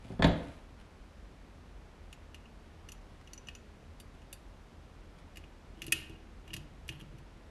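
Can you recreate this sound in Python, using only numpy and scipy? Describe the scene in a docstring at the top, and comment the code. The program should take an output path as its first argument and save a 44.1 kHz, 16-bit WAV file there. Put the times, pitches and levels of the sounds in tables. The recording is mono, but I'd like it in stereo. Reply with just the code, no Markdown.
"""A steel part is knocked about in a bench vice; then pliers work a wire link into a tin wind-up toy.
Blows, ticks and gear clicks are sums of damped modes plus short bursts of coloured noise;
the gear once snaps over, the toy's frame bumps on its stand, and friction is grainy noise.
A close pair of microphones hears the bench, a small workshop and its steady ventilation."""
import sys
import numpy as np
from scipy import signal
from scipy.fft import rfft, irfft, next_fast_len
from scipy.io import wavfile
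from scipy.ndimage import uniform_filter1d

SR = 44100
rng = np.random.default_rng(int(sys.argv[2]) if len(sys.argv) > 2 else 0)


def digitize_waveform(pressure):
    """Quantize a signal to 16-bit integers and store it at the path in sys.argv[1].

    Rows of a 2-D input are taken as channels; values are limited to [-1, 1].
    """
    field = np.atleast_2d(pressure).T
    bounded = np.clip(field, -1, 1)
    quanta = np.round(bounded * 32767).astype(np.int16)
    wavfile.write(sys.argv[1], SR, quanta)


N = 330750

# the gear slips over and rebounds: start_s, level_db, hardness_db_per_octave
SNAP_STRIKES = [(5.9219, -29.5, 6), (5.924, -20, -12), (5.9291, -29.5, -6.5)]
# the gear's teeth knock as it is rocked: start_s, level_db, hardness_db_per_octave
GEAR_KNOCKS = [(5.358, -56, -4), (5.371, -49.5, -2), (5.4391, -57, -14), (5.819, -39.5, -4.5),
               (5.841, -51.5, -2.5), (5.866, -51, 3), (5.881, -49, -5), (6.096, -58.5, -3),
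               (6.4778, -56, -4.5), (6.505, -50, -15), (6.5329, -45.5, -2.5), (6.5386, -39.5, -1.5),
               (6.565, -45.5, -1.5), (6.88, -60.5, 5), (6.8901, -38, -6), (7.012, -58.5, -3.5),
               (7.1835, -62.5, -1.5)]
# the pliers' jaws clink shut on the wire: start_s, level_db, hardness_db_per_octave
JAW_GRIPS = [(4.0002, -59.5, 3), (4.3280, -55.5, 5.5)]
TIN_HZ, WIRE_HZ, CRACK_HZ, RIM_HZ = 2840, 6060, 4800, 10200  # where each part of a contact sounds
CLAMPED_WIRE_DB = -15  # squeezed hard, the wire hardly rings


def vice():
    """Impact excitation: blows clack in the jaws, shake the heavy bench and set the steel on it ringing."""
    # blows at the vice: start_s, bench_thud_db, steel_clack_db
    blows = [(0.048, -44, -73), (0.103, -35.5, -72), (0.193, -24, -47), (0.223, -25.5, -23),
             (0.2426, -20.5, -22), (0.2453, -18, -27.5), (0.2699, -22.5, -56)]
    # modes of the bench, the vice and the steel lying on the bench: pitch_hz, level_db, t60_s
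    bench_modes = [(60.2, 1.5, 0.34), (109, -2.5, 0.3), (172.5, 3.5, 0.19), (254, -2, .2),
                   (309, -10, 0.072), (385, -4.5, 0.147), (510.5, -9, 0.15), (615, -14.5, 0.28),
                   (767, -22, .14)]
    vice_modes = [(640, -1.5, 0.089), (910, -1, 0.088), (1097, -2, 0.067), (1330, -7.5, .08),
                  (1741, 3.5, 0.065), (2300, -9, 0.064), (2450, -9, 0.094), (3470, 3.5, 0.031),
                  (3810, -9, 0.031), (4440, -6, .035)]
    steel_modes = [(476, -4, 0.47), (603, 0, 0.71), (872, -8, 0.59), (994, -8, 0.57), (1486, -10, 0.66),
                   (1760, 1, 0.22), (2239, -9, 0.55), (3365, -12, 0.42), (3420, -5, 0.45), (4387, -25, 0.5)]
    # noise spectra of the blow: pitch_hz, level_db_per_hz
    thud_spectrum = [(25, -7), (70, -3), (130, 5), (280, -2), (450, -17), (620, -8), (800, -14.5),
                     (1200, -21), (3000, -39), (8000, -110)]
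    clack_spectrum = [(200, -12), (600, 4.5), (1200, -10), (1750, 1.5), (2800, -8.5), (3450, -7.5),
                      (4600, -13.5), (6000, -28), (11000, -35), (14000, -80)]
    scrape_spectrum = [(2000, -15), (5000, 10), (7600, 17), (8700, -6), (11000, 2.5), (12200, -27),
                       (14000, -45)]
    steel_db, scrape_db = -13.5, -27  # against the clack

    ringing, rattle = np.zeros(N), np.zeros(N)
    t = np.arange(SR // 2) / SR
    for s, thud_db, clack_db in blows:
        add(ringing, s, amp(thud_db) * ring(bench_modes, t))
        add(ringing, s, amp(clack_db - 4.5) * ring(vice_modes, t))
        add(ringing, s, amp(clack_db + steel_db) * ring(steel_modes, t))
        add(rattle, s, amp(thud_db - 7) * puff(thud_spectrum, t, t60=0.11, attack=0.0018))
        add(rattle, s, amp(clack_db - 7.0) * puff(clack_spectrum, t, t60=0.063, attack=0.0009))
        add(rattle, s, amp(clack_db + scrape_db) * puff(scrape_spectrum, t, t60=0.015, attack=0.0007))
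    return ringing + rattle + room(amp(-10.5) * ringing + amp(0.5) * rattle)


def snap():
    """Sudden release: the gear jumps a tooth under load and strikes three times in quick succession."""
    out = np.zeros((2, N))
    for s, db, hardness in SNAP_STRIKES:
        strike = contact(
            struck(db, hardness, CLAMPED_WIRE_DB), left_late_s=0.00045, left_db=-2,
            ring_db=-3.5, side_db=-15.5, crack_db=-3, crack_t60=0.018,
            scatter_db=-0.5, scatter_t60=0.035, ring_room_db=-12.5, crack_room_db=-6.5)
        add(out, s, strike)
    return out


def gear():
    """Impact excitation: the rocked gear knocks its neighbour's teeth and rings the tin chassis."""
    held_wire_db = -9  # the gripped wire's ring, against the tin
    out = np.zeros((2, N))
    for s, db, hardness in GEAR_KNOCKS:
        click = contact(
            struck(db, hardness, held_wire_db), left_late_s=0, left_db=-3.5,
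            ring_db=-2.5, side_db=-3.5, crack_db=-4.5, crack_t60=0.0074,
            scatter_db=4.0, scatter_t60=.05, ring_room_db=-11.5, crack_room_db=-3.5)
        add(out, s, click)
    return out


def ticks():
    """Elastic rebound: light touches, at the vice, of the wire on the tin and at each grip, sound twice."""
    # light touches of small metal parts, one tick at the vice, then the wire's tip on the tin:
    # start_s, level_db, hardness_db_per_octave, wire_ring_db
    touches = [(0.2699, -57.5, 0.5, -20), (2.1277, -53, -3.5, -8), (2.3447, -51.5, -6, -4),
               (2.4552, -61, -12, -8), (2.8879, -53, -3, -1), (2.9195, -58, 1.5, 5.5), (3.274, -58, -8, 3),
               (3.3335, -58, 0.5, 10), (3.3777, -61, -6, 17), (3.471, -60.5, -6.5, 9),
               (3.4854, -44, -10.5, -15), (3.5512, -55.5, -4, 7.5), (4.219, -65.5, -8, -3)]
    rebound_s, rebound_db = 0.0024, -7  # delay and level of the second touch, against the first

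    out = np.zeros((2, N))
    clamped = [(*grip, CLAMPED_WIRE_DB) for grip in JAW_GRIPS]
    for s, db, hardness, wire_db in list(touches) + clamped:
        add(out, s, touch(db, hardness, wire_db))
        add(out, s + rebound_s, touch(db + rebound_db, hardness, wire_db))
    return out


def touch(db, hardness, wire_db):
    """Light impact: one touch of small metal parts, its crack widely scattered."""
    return contact(
        struck(db, hardness, wire_db), left_late_s=0, left_db=-3.0,
        ring_db=-1.0, side_db=-7.0, crack_db=-0.5, crack_t60=0.0088,
        scatter_db=6, scatter_t60=0.052, ring_room_db=-10.5, crack_room_db=-2.0)


def struck(db, hardness, wire_db):
    """Contact stiffness: the harder the contact, the brighter; higher parts gain hardness per octave."""
    crack_db = -6  # against the tin
    # parts in order: tin, wire, crack, rim
    octaves = np.log2(np.array([TIN_HZ, WIRE_HZ, CRACK_HZ, RIM_HZ]) / TIN_HZ)
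    return db + hardness * octaves + np.array([0, wire_db, crack_db, 0])


def contact(levels, left_late_s, left_db, ring_db, side_db, crack_db, crack_t60,
            scatter_db, scatter_t60, ring_room_db, crack_room_db):
    """Modal impact: metals meet in a crack that scatters off the bench; tin, wire and gear ring on."""
    # modes of the tin chassis, the wire link and the gear's rim: pitch_hz, level_db, t60_s
    tin_modes = [(1827, -1.5, 0.028), (2260, -22, 0.016), (2500, 1, 0.024), (2576, -2.5, 0.077),
                 (2831, 9, 0.034), (3040, -9, 0.035), (3090, -20.5, 0.026), (3470, -19.5, 0.043)]
    wire_modes = [(4460, -20, .03), (5984, 3, 0.038), (6950, -11, 0.073)]
    rim_modes = [(8290, 0, 0.042), (8900, 3, .04), (9400, -8, 0.055), (10750, -2.5, .035),
                 (11230, -1, 0.065), (12850, -10.5, 0.026), (15100, -8.5, .01)]
    # contact noise: pitch_hz, level_db_per_hz
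    crack_spectrum = [(500, -28), (1100, -6.5), (1800, 2), (2800, 3), (4300, 0), (7000, -2), (9500, -9.5),
                      (11400, -3), (12600, -16), (13600, -23), (16000, -36)]

    tin_db, wire_db, noise_db, rim_db = levels
    t = np.arange(SR // 5) / SR

    def modes():
        tin = amp(tin_db) * ring(tin_modes, t)
        wire = amp(wire_db) * ring(wire_modes, t, scatter_db=7)
        rim = amp(rim_db - 10.5) * ring(rim_modes, t)
        return amp(ring_db) * (tin + wire + rim)

    # the tin's crowded resonances also lift the noise of the contact
    lift_db = np.logaddexp(tin_db - 5.0, noise_db)
    colour = [(2050, min(noise_db, tin_db - 8)), (2500, lift_db), (3050, lift_db),
              (3700, noise_db), (6500, noise_db), (10000, rim_db)]

    def hiss(t60, attack):
        return filtered(puff(crack_spectrum, t, t60, attack), lambda hz: amp(along(colour, hz)))

    ringing = modes()
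    crack = amp(crack_db) * hiss(crack_t60, attack=0.00025)
    # the thin sheet radiates differently to each side
    sides = amp(side_db) * modes() * [[1], [-1]]
    near = ports(ringing + crack, left_late_s, left_db) + sides
    scatter = np.array([hiss(scatter_t60, attack=0.0011) for _ in range(2)])
    direct = near + amp(scatter_db) * scatter
    to_walls = amp(ring_room_db) * ringing + amp(crack_room_db) * scatter[0]
    # silence added at the end leaves time for the room's tail
    return np.pad(direct, ((0, 0), (0, SR // 3))) + room(np.pad(to_walls, (0, SR // 3)))


def bumps():
    """Low modes softly excited: gear clicks and the hand jolt the frame on its stand in dull thuds."""
    # the hand nudges the toy on its stand: start_s, level_db
    nudges = [(5.774, -48), (5.878, -38), (6.096, -45), (7.017, -47), (7.135, -51)]
    # the frame settles ever more firmly: time_s, stand_gain_db
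    seating = [(5.85, -10), (6.55, -1.5), (7.0, 1)]
    # modes of the stand and the frame: pitch_hz, level_db, t60_s
    stand_modes = [(105, -6, 0.12), (137.8, 5.5, 0.12), (171, -9.5, 0.065), (211, -9, 0.11)]
    frame_modes = [(233.5, -9.5, 0.13), (318.3, 3.5, 0.11), (416, -5.5, 0.053), (625, -16, 0.16)]
    # jolt from a gear click: delay, level at a 0 dB click, dB per dB of click
    jolt_s, jolt_db, jolt_grows = 0.00495, -25.5, 0.52

    out = np.zeros(N)
    t = np.arange(SR // 2) / SR
    causes = list(GEAR_KNOCKS) + list(SNAP_STRIKES[:1])
    jolts = [(s + jolt_s, jolt_db + jolt_grows * db) for s, db, _ in causes]
    soft_rise = 1 - np.exp(-t / 0.0018)
    for s, db in jolts + list(nudges):
        stand_db = db + np.interp(s, *np.transpose(seating))
        stand = amp(stand_db + 3.0) * ring(stand_modes, t)
        frame = amp(db - 4.0) * ring(frame_modes, t)
        add(out, s, (stand + frame) * soft_rise)
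    return out + amp(-3.5) * room(out)


def pliers():
    """Low damping: the hard steel jaws ring longer than the tin does."""
    # modes of the jaws: pitch_hz, level_db, t60_s
    jaw_modes = [(2770, -11, .04), (3620, -2, 0.067), (4630, 1, 0.099), (6000, -8, 0.09), (7400, 1, 0.063),
                 (9100, -3, .11), (11270, -13, 0.092)]
    out = np.zeros(N)
    t = np.arange(SR // 5) / SR
    for s, db, hardness in JAW_GRIPS:
        jaw_db = db - 3 + hardness * np.log2(WIRE_HZ / TIN_HZ)
        add(out, s, amp(jaw_db) * ring(jaw_modes, t))
    return out + amp(-19) * room(out)


def friction():
    """Stick-slip friction: fingers and parts slide softly, the gear's teeth rasp under the pliers."""
    # strokes of sliding and of rasping: middle_s, length_s, level_db
    slides = [(0.09, 0.13, -61.5), (0.434, 0.34, -61.5), (0.806, 0.045, -64.5), (3.148, 0.15, -73),
              (3.217, .02, -65.5), (4.15, 0.023, -67), (5.192, 0.024, -63)]
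    rasps = [(5.44, 0.018, -73), (5.80, 0.074, -68), (6.51, 0.1, -70), (6.60, 0.062, -71),
             (6.928, 0.031, -55.5), (6.965, 0.029, -64), (7.008, 0.022, -55)]
    # their noise spectra: pitch_hz, level_db_per_hz
    slide_colour = [(300, -18), (900, 4), (3000, 3), (6000, -10), (11000, -11), (13500, -40)]
    rasp_colour = [(1000, -13.5), (2400, -9.5), (2850, 2), (3200, 1.5), (3800, -19), (7000, -30),
                   (11500, -16), (14000, -47)]
    return rubbing(slides, slide_colour, grain_db=6.0) + rubbing(rasps, rasp_colour, grain_db=14.0)


def rubbing(strokes, colour, grain_db):
    """Stick-slip: noise swells and fades with each stroke, catching and slipping every few milliseconds."""
    t = np.arange(N) / SR
    swell = sum(amp(db) * np.exp(-(2 * (t - s) / length) ** 2) for s, length, db in strokes)
    wander = unit(uniform_filter1d(rng.standard_normal(N), size=120))
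    catches = amp(grain_db * np.tanh(wander))
    rub = swell * unit(catches * noise(colour, N))
    return rub + amp(-5.0) * room(rub)


def ventilation():
    """Broadband flow noise in a diffuse field: a steady, dull rush fills the workshop."""
    # spectrum of the rush: pitch_hz, level_db_per_hz
    air_spectrum = [(12, -20.5), (30, -3), (48, 5), (60, -12.5), (79, 1.5), (100, -11.5), (220, -9.5),
                    (400, -12), (1000, -17), (2500, -24), (6000, -33), (12400, -44.5), (13300, -70),
                    (16000, -88)]
    # left-right correlation: pitch_hz, likeness (1 alike, -1 opposed)
    air_likeness = [(45, 1), (80, 0.99), (130, 0.62), (290, -0.36), (640, -0.53), (1400, -0.56),
                    (3100, -0.6), (7000, -0.66), (12000, -0.56)]
    air_db = -50.5  # rms against full scale
    pair = np.array([noise(air_spectrum, N), noise(air_spectrum, N)])
    return amp(air_db) * unit(diffuse(pair, air_likeness))


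def room(x):
    """Reverberation: the workshop's tail, each frequency dying at its own speed."""
    # decay of the workshop: pitch_hz, t60_s
    room_decay = [(100, 0.48), (600, .62), (2800, 0.52), (6000, 0.43), (12000, 0.31)]
    # left-right correlation of the tail: pitch_hz, likeness (1 alike, -1 opposed)
    room_likeness = [(80, 1), (160, 0.99), (300, 0.9), (600, 0.16), (1400, -0.22), (12000, -0.82)]
    hz, t, z = signal.stft(rng.standard_normal((2, SR)), SR, nperseg=256)
    decay = amp(-60 * t / along(room_decay, hz)[:, None])
    build_up = 1 - np.exp(-t / 0.0021)
    pair = signal.istft(z * decay * build_up, SR, nperseg=256)[1]
    tail = diffuse(pair, room_likeness)
    return signal.fftconvolve(x[None], tail / np.linalg.norm(tail[0]), axes=1)[:, :len(x)]


def ring(modes, t, scatter_db=1.15):
    """Modal synthesis: damped modes build up within a cycle, at new strengths and signs each time."""
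    hz, db, t60 = np.transpose(modes)[..., None]
    level = db + scatter_db * rng.standard_normal(hz.shape) - 60 * t / t60
    rise = 1 - np.exp(-(2 * hz * t) ** 2)
    sign = rng.choice([-1, 1], hz.shape)
    return burst(np.sum(sign * amp(level) * rise * np.sin(2 * np.pi * hz * t), 0))


def puff(spectrum, t, t60, attack):
    """High modal density: a blow's quickly dying noise; softer contact rises more slowly."""
    rise = 1 - np.exp(-(t / attack) ** 2)
    return burst(noise(spectrum, len(t)) * amp(-60 * t / t60) * rise)


def ports(x, left_late_s, left_db):
    """Spaced-pair cues: the two microphones hear a near sound a little apart in time and level."""
    delays = lambda hz: np.exp(np.outer([-1, 1], 1j * np.pi * hz * left_late_s))
    return filtered(x, delays) * amp([[left_db / 2], [-left_db / 2]])


def diffuse(pair, alike):
    """Diffuse-field correlation: two unrelated signals mix to a given left-right likeness per frequency."""
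    turn = lambda hz: np.arccos(np.clip(along(alike, hz), -1, 1)) / 2
    mid, side = filtered(pair, lambda hz: np.array([np.cos(turn(hz)), np.sin(turn(hz))]))
    return np.array([mid + side, mid - side])


def noise(spectrum, size):
    """Spectral shaping: coloured noise of rms 1."""
    return unit(filtered(rng.standard_normal(size), lambda hz: amp(along(spectrum, hz))))


def filtered(x, response):
    """Linear filtering: the spectrum of x times a response of frequency."""
    n = x.shape[-1]
    m = next_fast_len(n + 8192)  # padding keeps the end from wrapping onto the start
    return irfft(rfft(x, m) * response(np.fft.rfftfreq(m, 1 / SR)), m)[..., :n]


def along(points, hz):
    """Logarithmic pitch scale: interpolates (pitch_hz, value) points."""
    f, v = np.transpose(points)
    return np.interp(np.log(hz + 1), np.log(f + 1), v)


def amp(db):
    """Level to amplitude: decibels become gain."""
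    return 10 ** (np.asarray(db) / 20)


def unit(x):
    """Power normalisation: x at rms 1."""
    return x / np.sqrt(np.mean(x ** 2) + 1e-20)


def burst(x):
    """Energy normalisation: x with the energy of a hundredth of a second at rms 1."""
    return x / np.sqrt(np.sum(x ** 2) / np.prod(x.shape[:-1]) * 100 / SR)


def add(track, s, sound):
    """Superposition: mixes a sound into the track at time s."""
    part = track[..., max(round(s * SR), 0):][..., :sound.shape[-1]]
    part += sound[..., :part.shape[-1]]


def scene():
    """Superposition: all sources at the bench and the air around it."""
    toy = snap() + gear() + ticks() + bumps()
    return vice() + toy + pliers() + friction() + ventilation()


def record(dry):
    """Band limiting: a steep low-pass leaves almost nothing above its limit."""
    top_hz = 15900
    return filtered(dry, lambda hz: 1 / np.sqrt(1 + (hz / top_hz) ** 120))


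dry = scene()
out = record(dry)
digitize_waveform(out)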